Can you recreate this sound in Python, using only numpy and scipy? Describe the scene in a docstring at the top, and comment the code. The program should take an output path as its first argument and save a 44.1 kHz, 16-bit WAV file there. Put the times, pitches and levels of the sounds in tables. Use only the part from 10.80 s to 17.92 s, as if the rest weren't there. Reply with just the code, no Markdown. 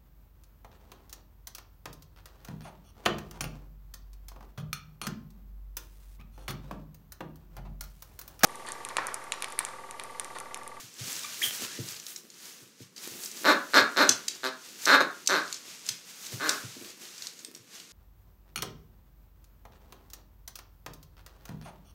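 """In a small furnished room, a dog shakes, drags and bites a plush toy over fleece mats on a wooden floor,
a couple of metres from a phone. Shaped noise makes the rustling cloth and the quiet hush of the house;
decaying tones make paws and toy thump on the boards, and unsteady tones make the claws squeak.
Plastic and seams pop as short bursts of noise with a ring. Bites drive a grunting reed, whose flaps
knock a resonant tube. The room answers toy, claws and cloth with a floor bounce and a brief tail."""
import sys
import numpy as np
from scipy import signal
from scipy.fft import rfft, irfft
from scipy.io import wavfile
from scipy.ndimage import uniform_filter1d

SR = 44100
rng = np.random.default_rng(int(sys.argv[2]) if len(sys.argv) > 2 else 0)


def digitize_waveform(pressure):
    """Quantize a signal to 16-bit integers and store it at the path in sys.argv[1].

    Rows of a 2-D input are taken as channels; values are limited to [-1, 1].
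    """
    field = np.atleast_2d(pressure).T
    bounded = np.clip(field, -1, 1)
    quanta = np.round(bounded * 32767).astype(np.int16)
    wavfile.write(sys.argv[1], SR, quanta)


def rack_gain(trim_db):
    """Turn a fader trim in dB into the linear factor to multiply a signal by."""
    fader = np.asarray(trim_db, float)
    return 10 ** (fader / 20)


N = 313992  # length of the sound in samples


def level(x, db):
    """Scale to an rms level."""
    return x * rack_gain(db) / np.sqrt(np.mean(x ** 2))


def colour(x, table):
    """Shape the spectrum by (Hz, dB) points, joined evenly along log frequency."""
    hz, db = np.transpose(table)
    f = np.maximum(np.fft.rfftfreq(len(x), 1 / SR), 1)
    gain = rack_gain(np.interp(np.log(f), np.log(hz), db))
    return irfft(rfft(x) * gain, len(x))


def ring(modes, push_s=0., rise_s=1e-5):
    """Decaying sines (Hz, dB, t60 s), neighbours opposed in sign, after a push of given length; peak 1."""
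    t = np.arange(int(SR * max(t60 for _, _, t60 in modes))) / SR
    y = np.zeros(len(t))
    for k, (hz, db, t60) in enumerate(modes):
        decay = np.exp(-np.log(1000) * t / t60)
        y += (-1) ** k * rack_gain(db) * np.sin(2 * np.pi * hz * t) * decay
    push = np.hanning(int(push_s * SR) + 3)
    y = np.convolve(y * (1 - np.exp(-t / rise_s)), push)
    return y / np.abs(y).max()


def add(out, s, x):
    """Mix x into out from time s."""
    i = int(s * SR)
    out[i:i + len(x)] += x[:len(out) - i]


def track(rows):
    """Start time and per-sample columns of a curve."""
    s, *columns = np.transpose(rows)
    t = np.arange(s[0], s[-1], 1 / SR)
    return s[0], [np.interp(t, s, c) for c in columns]


# Tone of the quiet house, before its overall level is set: (pitch_hz, relative_level_db)
HUSH_COLOUR = [(24, -55), (40, -62), (171, 3.5), (392, -7.5), (455, 0), (585, -10), (646, -44), (715, -28),
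               (1150, -10.5), (14800, -52), (16000, -51)]


def hush():
    """The quiet house is steady noise, strongest in the low and middle pitches."""
    return level(colour(rng.standard_normal(N), HUSH_COLOUR), -65.5)


def swells(peak_s, db, rise_s, fall_s):
    """Gain of overlapping gestures, each climbing to its peak and falling away at a steady dB rate."""
    t = np.arange(0, N / SR + .004, .002)[:, None]
    tens_of_db_down = np.maximum((peak_s - t) / rise_s, (t - peak_s) / fall_s)
    power = rack_gain(2 * (db - 10 * tens_of_db_down))
    return np.interp(np.arange(N) / SR, t[:, 0], np.sqrt(power.sum(axis=1)))


def fibres(rate, spread_db, hiss):
    """Fibres letting go at random (rate per second), some louder than the rest, over a smooth hiss."""
    sizes = rack_gain(spread_db * np.minimum(rng.exponential(size=N), 4))
    slips = (rng.random(N) < rate / SR) * sizes * rng.standard_normal(N)
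    return level(slips, 0) + hiss * rng.standard_normal(N)


# Strokes of cloth over cloth; the rise and fall times are per 10 dB, for the crisp part:
# (peak_s, crisp_level_db, rise_s, fall_s, dull_relative_to_crisp_db)
CLOTH_STROKES = [(0.0, -46, .05, .1, -3), (.196, -44, .008, .2, -12), (.3, -38.5, .1, .3, -3),
                 (.54, -44, .16, .12, -4), (.655, -37, .06, .08, 6), (.74, -39, .03, .08, 1),
                 (.84, -36.5, .08, .045, -6), (.94, -42, .1, .12, -11), (1.1, -42.5, .1, .11, -1),
                 (1.3, -47, .07, .07, 4), (1.38, -56, .05, .04, 5), (1.66, -47.5, .13, .18, -2),
                 (2.02, -52.5, .05, .06, -6), (2.168, -49, .005, .1, -8), (2.24, -43.5, .04, .2, -1),
                 (2.44, -45, .09, .08, 5), (2.6, -44, .13, .3, -3), (2.93, -46, .07, .2, -6),
                 (3.3, -42, .2, .15, -21), (3.56, -49, .2, .2, -21), (3.86, -48, .1, .2, -8),
                 (4.04, -41, .06, .15, -1), (4.36, -54, .1, .3, -9), (4.72, -45, .28, .13, -22),
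                 (4.9, -45, .08, .18, -11), (5.08, -42.5, .04, .11, -8), (5.3, -47.5, .06, .07, -5),
                 (5.46, -44, .13, .09, -2), (5.54, -43, .05, .055, -7), (5.69, -39, .11, .2, -4),
                 (5.92, -51, .15, .3, -21), (6.1, -48, .1, .04, -12), (6.22, -46.5, .025, .2, -7),
                 (6.45, -45, .14, .08, -8), (6.6, -52.5, .08, .07, -11), (6.77, -59, .025, .16, -18),
                 (6.95, -47, .05, .14, -11), (7.12, -51, .03, .03, -18)]
# Weight shifting on the mats, passed on by the boards; fade per 10 dB either side:
# (peak_s, level_db, fade_s)
MAT_SCUFFS = [(0.0, -58, .08), (.26, -50, .07), (.64, -51, .09), (.84, -41, .04), (1.02, -46, .07),
              (1.38, -57, .2), (1.66, -59, .1), (1.82, -53, .045), (2.2, -54, .05), (2.34, -44, .08),
              (2.62, -46.5, .15), (2.86, -54, .12), (3.3, -50, .2), (3.56, -57, .3), (3.94, -53, .08),
              (4.43, -56, .3), (4.8, -58, .2), (5.1, -59, .07), (5.54, -46, .04), (5.69, -45, .14),
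              (6.04, -45, .07), (6.22, -52.5, .08), (6.66, -54, .12), (6.95, -61, .3)]
# Tone of the crisp nap: (pitch_hz, relative_level_db)
NAP_COLOUR = [(880, -7), (1500, -2), (2410, -0.5), (2640, -0.5), (3770, 0.5), (6560, 2.5), (9850, -8.5),
              (12700, -9.5), (15200, -24), (16000, -56)]
# Tone of the dull backing: (pitch_hz, relative_level_db)
BACKING_COLOUR = [(400, -17), (800, 1.5), (1300, -10), (2200, -5), (3500, 11.5), (6000, 25)]
# Tone of the low shuffle through the boards: (pitch_hz, relative_level_db)
SHUFFLE_COLOUR = [(50, -17), (100, -24.5), (200, 10.5), (350, 16.5), (550, 5), (800, -1.5)]
# Pitches of the stray crackles: pitch_hz
CRACKLE_PITCHES = [3000, 4600, 5930, 7940]


def cloth():
    """Plush and fleece rub: crisp nap with stray crackles, dull backing, a low shuffle through the boards."""
    s, db, rise, fall, dull_db = np.transpose(CLOTH_STROKES)
    scuff_s, scuff_db, fade = np.transpose(MAT_SCUFFS)
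    dull_quick = 1.4  # the dull rub swells and fades this many times faster
    crisp = level(colour(fibres(rate=4000, spread_db=2.2, hiss=1.5), NAP_COLOUR), 0)
    crackle = np.zeros(N)
    for hz in CRACKLE_PITCHES:
        clicks = fibres(rate=25, spread_db=2.5, hiss=0)
        crackle += np.convolve(clicks, ring([(hz, 0, .003)]))[:N]
    nap = crisp + level(crackle, -11)
    backing = level(colour(fibres(rate=1200, spread_db=2.5, hiss=1.5), BACKING_COLOUR), 0)
    shuffle = level(colour(fibres(rate=200, spread_db=4.0, hiss=0.98), SHUFFLE_COLOUR), 0)
    nap = nap * swells(s, db, rise, fall)
    backing = backing * swells(s, db + dull_db, rise / dull_quick, fall / dull_quick)
    return nap + backing + shuffle * swells(scuff_s, scuff_db, fade, fade)


# Paws and toy landing on the boards: (start_s, soft_peak_db, knuckle_relative_to_soft_db)
LANDINGS = [(0.027, -49, -13), (0.2, -34.5, -13), (0.654, -47, 0), (0.817, -49, 12), (0.986, -30, -0.5),
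            (1.1, -50, -11), (1.814, -54.5, 3), (2.001, -43, 2), (2.301, -52.5, -1), (3.001, -41.5, -2),
            (3.293, -41.5, 17), (5.093, -47, -9), (5.526, -32, -4.5), (5.834, -35.5, -3),
            (5.963, -58.5, 19.5), (6.01, -55.5, 15), (6.681, -69, 24), (6.788, -53, -18)]
# Ringing tones of the boards: (pitch_hz, relative_level_db, time_to_fade_60_db_s)
BOARD_TONES = [(108.7, 11.5, 0.17), (135, 9, 0.23), (180, 2.5, 0.41)]
# Ringing tones of the higher knock: (pitch_hz, relative_level_db, time_to_fade_60_db_s)
KNUCKLE_TONES = [(260, -7.5, 0.1), (347.3, -13, 0.14), (455, -11.5, .09), (599, -11.5, 0.039)]


def thumps():
    """A soft pad pushes the boards slowly; bone under it adds a higher knock."""
    out = np.zeros(N)
    for s, db, knock_db in LANDINGS:
        add(out, s, rack_gain(db) * ring(BOARD_TONES, push_s=0.006, rise_s=.004))
        add(out, s, rack_gain(db + knock_db) * ring(KNUCKLE_TONES, push_s=0.0014, rise_s=0.0018))
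    return out


# Claws skidding on varnish, one list of points per squeak:
# (time_s, mean_slip_rate_hz, mean_level_of_lowest_tone_db)
CLAW_SKIDS = [
    [(.441, 1108, -61), (.447, 1185, -38), (.456, 1190, -56)],
    [(.615, 1490, -34), (.621, 2000, -29), (.627, 3075, -34), (.632, 3423, -27), (.645, 3120, -28),
     (.651, 3080, -30.5), (.659, 2720, -46)],
    [(.82, 1350, -56), (.835, 1350, -48), (.87, 1300, -59), (.9, 1600, -53), (.94, 1850, -56),
     (.985, 2050, -54)],
]
# One row per squeak, lowest tone first, then its whole multiples: relative_level_db
CLAW_OVERTONES = [
    [0, -1, -2, -9, -8, -5],
    [0, -15, -12, -12],
    [0, -6],
]


def squeaks():
    """Claws stick and slip on the varnish: tones with overtones, unsteady in pitch and strength."""
    waver, flutter_db = .013, 2.5  # typical drift: share of the pitch, and dB
    out = np.zeros(N)
    for rows, overtones in zip(CLAW_SKIDS, CLAW_OVERTONES):
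        s, (hz, db) = track(rows)
        smooth = uniform_filter1d(rng.standard_normal((2, SR // 4)), size=60)
        drift = level(smooth, 0)[:, :len(hz)]
        phase = 2 * np.pi * np.cumsum(hz * (1 + waver * drift[0])) / SR
        tone = np.zeros(len(hz))
        for multiple, overtone_db in enumerate(overtones, 1):
            tone += rack_gain(overtone_db) * np.sqrt(2) * np.cos(multiple * phase)
        strength = rack_gain(db + flutter_db * drift[1])
        add(out, s, strength * signal.windows.tukey(len(hz), .15) * tone)
    return out


# Plastic and seams popping under the teeth; a second snap is held to no louder than the first:
# (start_s, peak_db, ring_pitch_hz, second_snap_relative_db)
TOOTH_POPS = [(0.434, -29, 3720, -8), (0.6528, -27, 3070, -22), (0.8396, -29, 6360, -12),
              (1.0864, -26, 5740, -9), (1.123, -32, 4630, -14), (1.1644, -32, 4570, -4),
              (1.199, -26.5, 5960, -10.5), (1.266, -26.5, 6760, -15), (1.3609, -26.5, 6620, -5),
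              (1.502, -35.5, 7000, -11), (2.1629, -35, 4600, -6), (2.1793, -30, 4200, -6),
              (2.4358, -27, 6450, -6), (2.4584, -25.5, 6300, -1), (2.5146, -27, 6100, -20),
              (2.5685, -30, 6300, -8), (3.2917, -2.5, 6120, -1.5), (3.4815, -15.5, 6150, 0),
              (3.5504, -33, 6320, -6), (4.0197, -30, 7000, -14), (4.0547, -12, 6000, 0),
              (4.4607, -30, 4660, 0), (4.4737, -8.5, 6100, -2), (4.7267, -18, 4330, -19),
              (4.743, -24.5, 5400, -4), (5.0647, -26.5, 6900, -14), (5.0886, -15, 6020, 0),
              (5.466, -29, 4060, -2), (5.6925, -9.5, 5670, -5), (5.7017, -29, 3700, 0),
              (6.3804, -32, 5030, -14), (6.4222, -25, 4310, -11), (6.4584, -35, 5400, -10),
              (6.4698, -21.5, 4450, -21), (6.5906, -36, 6600, 0), (6.6478, -25, 8520, -11),
              (6.749, -32, 5660, 0), (7, -32.5, 3000, -15)]
# Tone shared by every tear: (pitch_hz, relative_level_db)
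SHELL_COLOUR = [(1200, -28), (2200, -12), (3200, -11), (4200, -1), (7500, -1.5), (9000, -10),
                (11000, -18.5), (14000, -15), (16000, -51)]


def pops():
    """Stiff plastic gives way, then once more: a dry tear of noise with a short ring of its own."""
    tear_t60, ring_db, again_s = 0.009, -5, .0021  # s; dB against the tear's peak; s between snaps
    out = np.zeros(N)
    t = np.arange(1024) / SR
    shape = (1 - np.exp(-t / 0.00054)) * np.exp(-np.log(1000) * t / tear_t60)
    for s, db, hz, again_db in TOOTH_POPS:
        for lag, gain_db in [(0, db), (again_s, db + min(again_db, 0))]:
            tear = shape * colour(rng.standard_normal(len(t)), SHELL_COLOUR)
            snap = tear / np.abs(tear).max()
            add(snap, 0, rack_gain(ring_db) * ring([(hz, 0, .006)], rise_s=.0003))
            add(out, s + lag, rack_gain(gain_db) * snap / np.abs(snap).max())
    return out


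def bite(squeeze_s, release_s, top_hz, db):
    """Pressure builds evenly, then lets go; the reed's flap rate and strength follow."""
    slack_hz, sag = 128, 1.4  # flap rate at no pressure; bends the fall of the rate
    swell_db_per_hz, let_go_db = .021, 13  # swell per Hz gained; fade while letting go
    t = np.arange(0, squeeze_s + release_s, 1 / SR)
    up = np.minimum(t / squeeze_s, 1)
    down = np.clip((t - squeeze_s) / release_s, 0, 1)
    hz = slack_hz + (top_hz - slack_hz) * up * (1 - down) ** sag
    swell_db = swell_db_per_hz * (top_hz - slack_hz) * (1 - up)
    return hz, db - swell_db - let_go_db * down ** 2.5


# Bites on the grunter, whose reed flaps faster under more pressure; strength before the tube's ring:
# (start_s, squeeze_s, release_s, top_flap_rate_hz, top_flap_strength_db)
GRUNTER_BITES = [(2.644, .05, .043, 329, -9), (2.935, .036, .042, 320, -6.5),
                 (3.163, .047, .045, 312, -9.5), (3.633, .02, .04, 132, -18), (4.065, .08, .022, 307, -7.5),
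                 (4.2, .004, .024, 198, -10), (4.489, .028, .09, 205, -14), (5.599, .046, .1, 162, -17.5)]
# How each bite tips the tube's tone at its high and low ends: (treble_gain_db, chest_gain_db)
BITE_TONE = [(-3, 15), (-1.5, 11), (-2.5, 13), (0.4, 14), (-4, 9.5), (-4.5, 15.5), (-2.1, 13), (-5, 10)]
# Ringing tones of the tube before each bite tips them:
# (pitch_hz, relative_level_db, time_to_fade_60_db_s)
TUBE_TONES = [(320, -13.5, 0.0093), (568, -9.5, 0.0067), (1057, -5.5, 0.015), (1300, 0.5, 0.016),
              (1600, 6, 0.01), (2182, 1, 0.005), (2750, -3.5, 0.0038), (3690, -1.5, 0.01),
              (4230, -1, 0.013), (5340, -28.5, 0.0059), (7200, -23, 0.018)]
# Tone of the air rasping past the reed: (pitch_hz, gain_db)
RASP_COLOUR = [(1500, -21), (3000, 8.5), (5000, 10.5), (8000, -2), (10000, -7.5), (13000, -1), (16000, -25)]


def grunter():
    """Each flap of the reed knocks the tube; air hisses through it and rasps past the reed just after."""
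    jitter, scatter_db, air_db = .02, 1.1, -26  # share of a flap; dB; hiss into the tube, dB
    out, rasp = np.zeros((2, N))
    for (s, *jaws), (treble_db, chest_db) in zip(GRUNTER_BITES, BITE_TONE):
        hz, db = bite(*jaws)
        cycle = np.cumsum(hz) / SR
        flap = cycle.astype(int)
        edges = np.flatnonzero(np.diff(flap, prepend=-1))
        chance = rng.standard_normal((2, len(edges)))
        wobble = (jitter * chance[0] * SR / hz[edges]).astype(int) * (edges > 0)
        # air bursts at each flap and dies away; none comes before the second flap
        puff = np.exp(-(cycle - flap) / 0.29) * (flap > 0)
        air = rack_gain(db) * rng.standard_normal(len(hz)) * puff
        knock = rack_gain(air_db) * air
        hits = np.clip(edges + wobble, 0, len(hz) - 1)
        knock[hits] += rack_gain(db[edges] + scatter_db * chance[1])
        knock[0] *= rack_gain(-7)  # the reed's first swing barely closes
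        modes = []
        for f, g, t60 in TUBE_TONES:
            tip_db = np.interp(f, [700, 1200, 2400, 3500], [chest_db, 0, 0, treble_db])
            modes.append((f, g + tip_db, t60))
        add(out, s, signal.fftconvolve(knock, ring(modes, rise_s=.0004)))
        add(rasp, s, rack_gain(treble_db - 13) * air)
    # so small a tube cannot radiate bass
    no_bass = signal.butter(3, 190, "high", fs=SR, output="sos")
    return signal.sosfilt(no_bass, out) + colour(rasp, RASP_COLOUR)


# How long the room rings at each pitch: (pitch_hz, time_to_fade_60_db_s)
ROOM_FADE = [(100, 0.51), (500, 0.33), (1500, 0.36), (4000, 0.26), (8000, 0.17), (15000, 0.11)]


def room(dry, floor_db, tail_db, floor_s=.0034, gap_s=.006):
    """Direct sound, its bounce off the mats, and a diffuse tail that dulls as it dies."""
    size = SR * 3 // 5
    f, t, z = signal.stft(rng.standard_normal(size), SR, nperseg=256)
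    hz, t60 = np.transpose(ROOM_FADE)
    fall = np.interp(np.log(f + 1), np.log(hz), t60)[:, None]
    tail = signal.istft(z * np.exp(-np.log(1000) * t / fall), SR)[1][:size]
    tail *= 1 - np.exp(-(np.arange(size) / SR / gap_s) ** 2)  # the tail builds up gradually
    answer = rack_gain(tail_db) * tail / np.sqrt(np.sum(tail ** 2))
    answer[0] += 1
    answer[int(floor_s * SR)] += rack_gain(floor_db)
    return signal.fftconvolve(dry, answer)[:N]


def scene():
    """Toy, claws and cloth go through the room; thumps and the house's hush are added as they are."""
    grunts = grunter()
    toy = room(grunts, floor_db=-11, tail_db=-6)
    # from 5.3 s on the dog's body hides this share of the grunts' direct sound
    shadow = .55 * (np.arange(N) / SR > 5.3)
    toy = toy - shadow * grunts
    small = room(pops() + squeaks(), floor_db=-9, tail_db=-7.5, gap_s=.009)
    fabric = room(cloth(), floor_db=-30.5, tail_db=-16)
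    return (toy + small + fabric + thumps() + hush())[None]


def low_pass(x):
    """Removes everything above the highest recorded frequency."""
    return signal.sosfilt(signal.butter(12, 16620, fs=SR, output="sos"), x)


def record(dry):
    """The phone's microphone chain drops the deep bass and the top."""
    no_deep_bass = signal.butter(3, 90, "high", fs=SR, output="sos")
    no_top = signal.ellip(8, .2, 60, 15550, fs=SR, output="sos")
    heard = signal.sosfilt(no_top, signal.sosfilt(no_deep_bass, dry))
    return low_pass(heard)


dry = scene()
out = record(dry)
digitize_waveform(out)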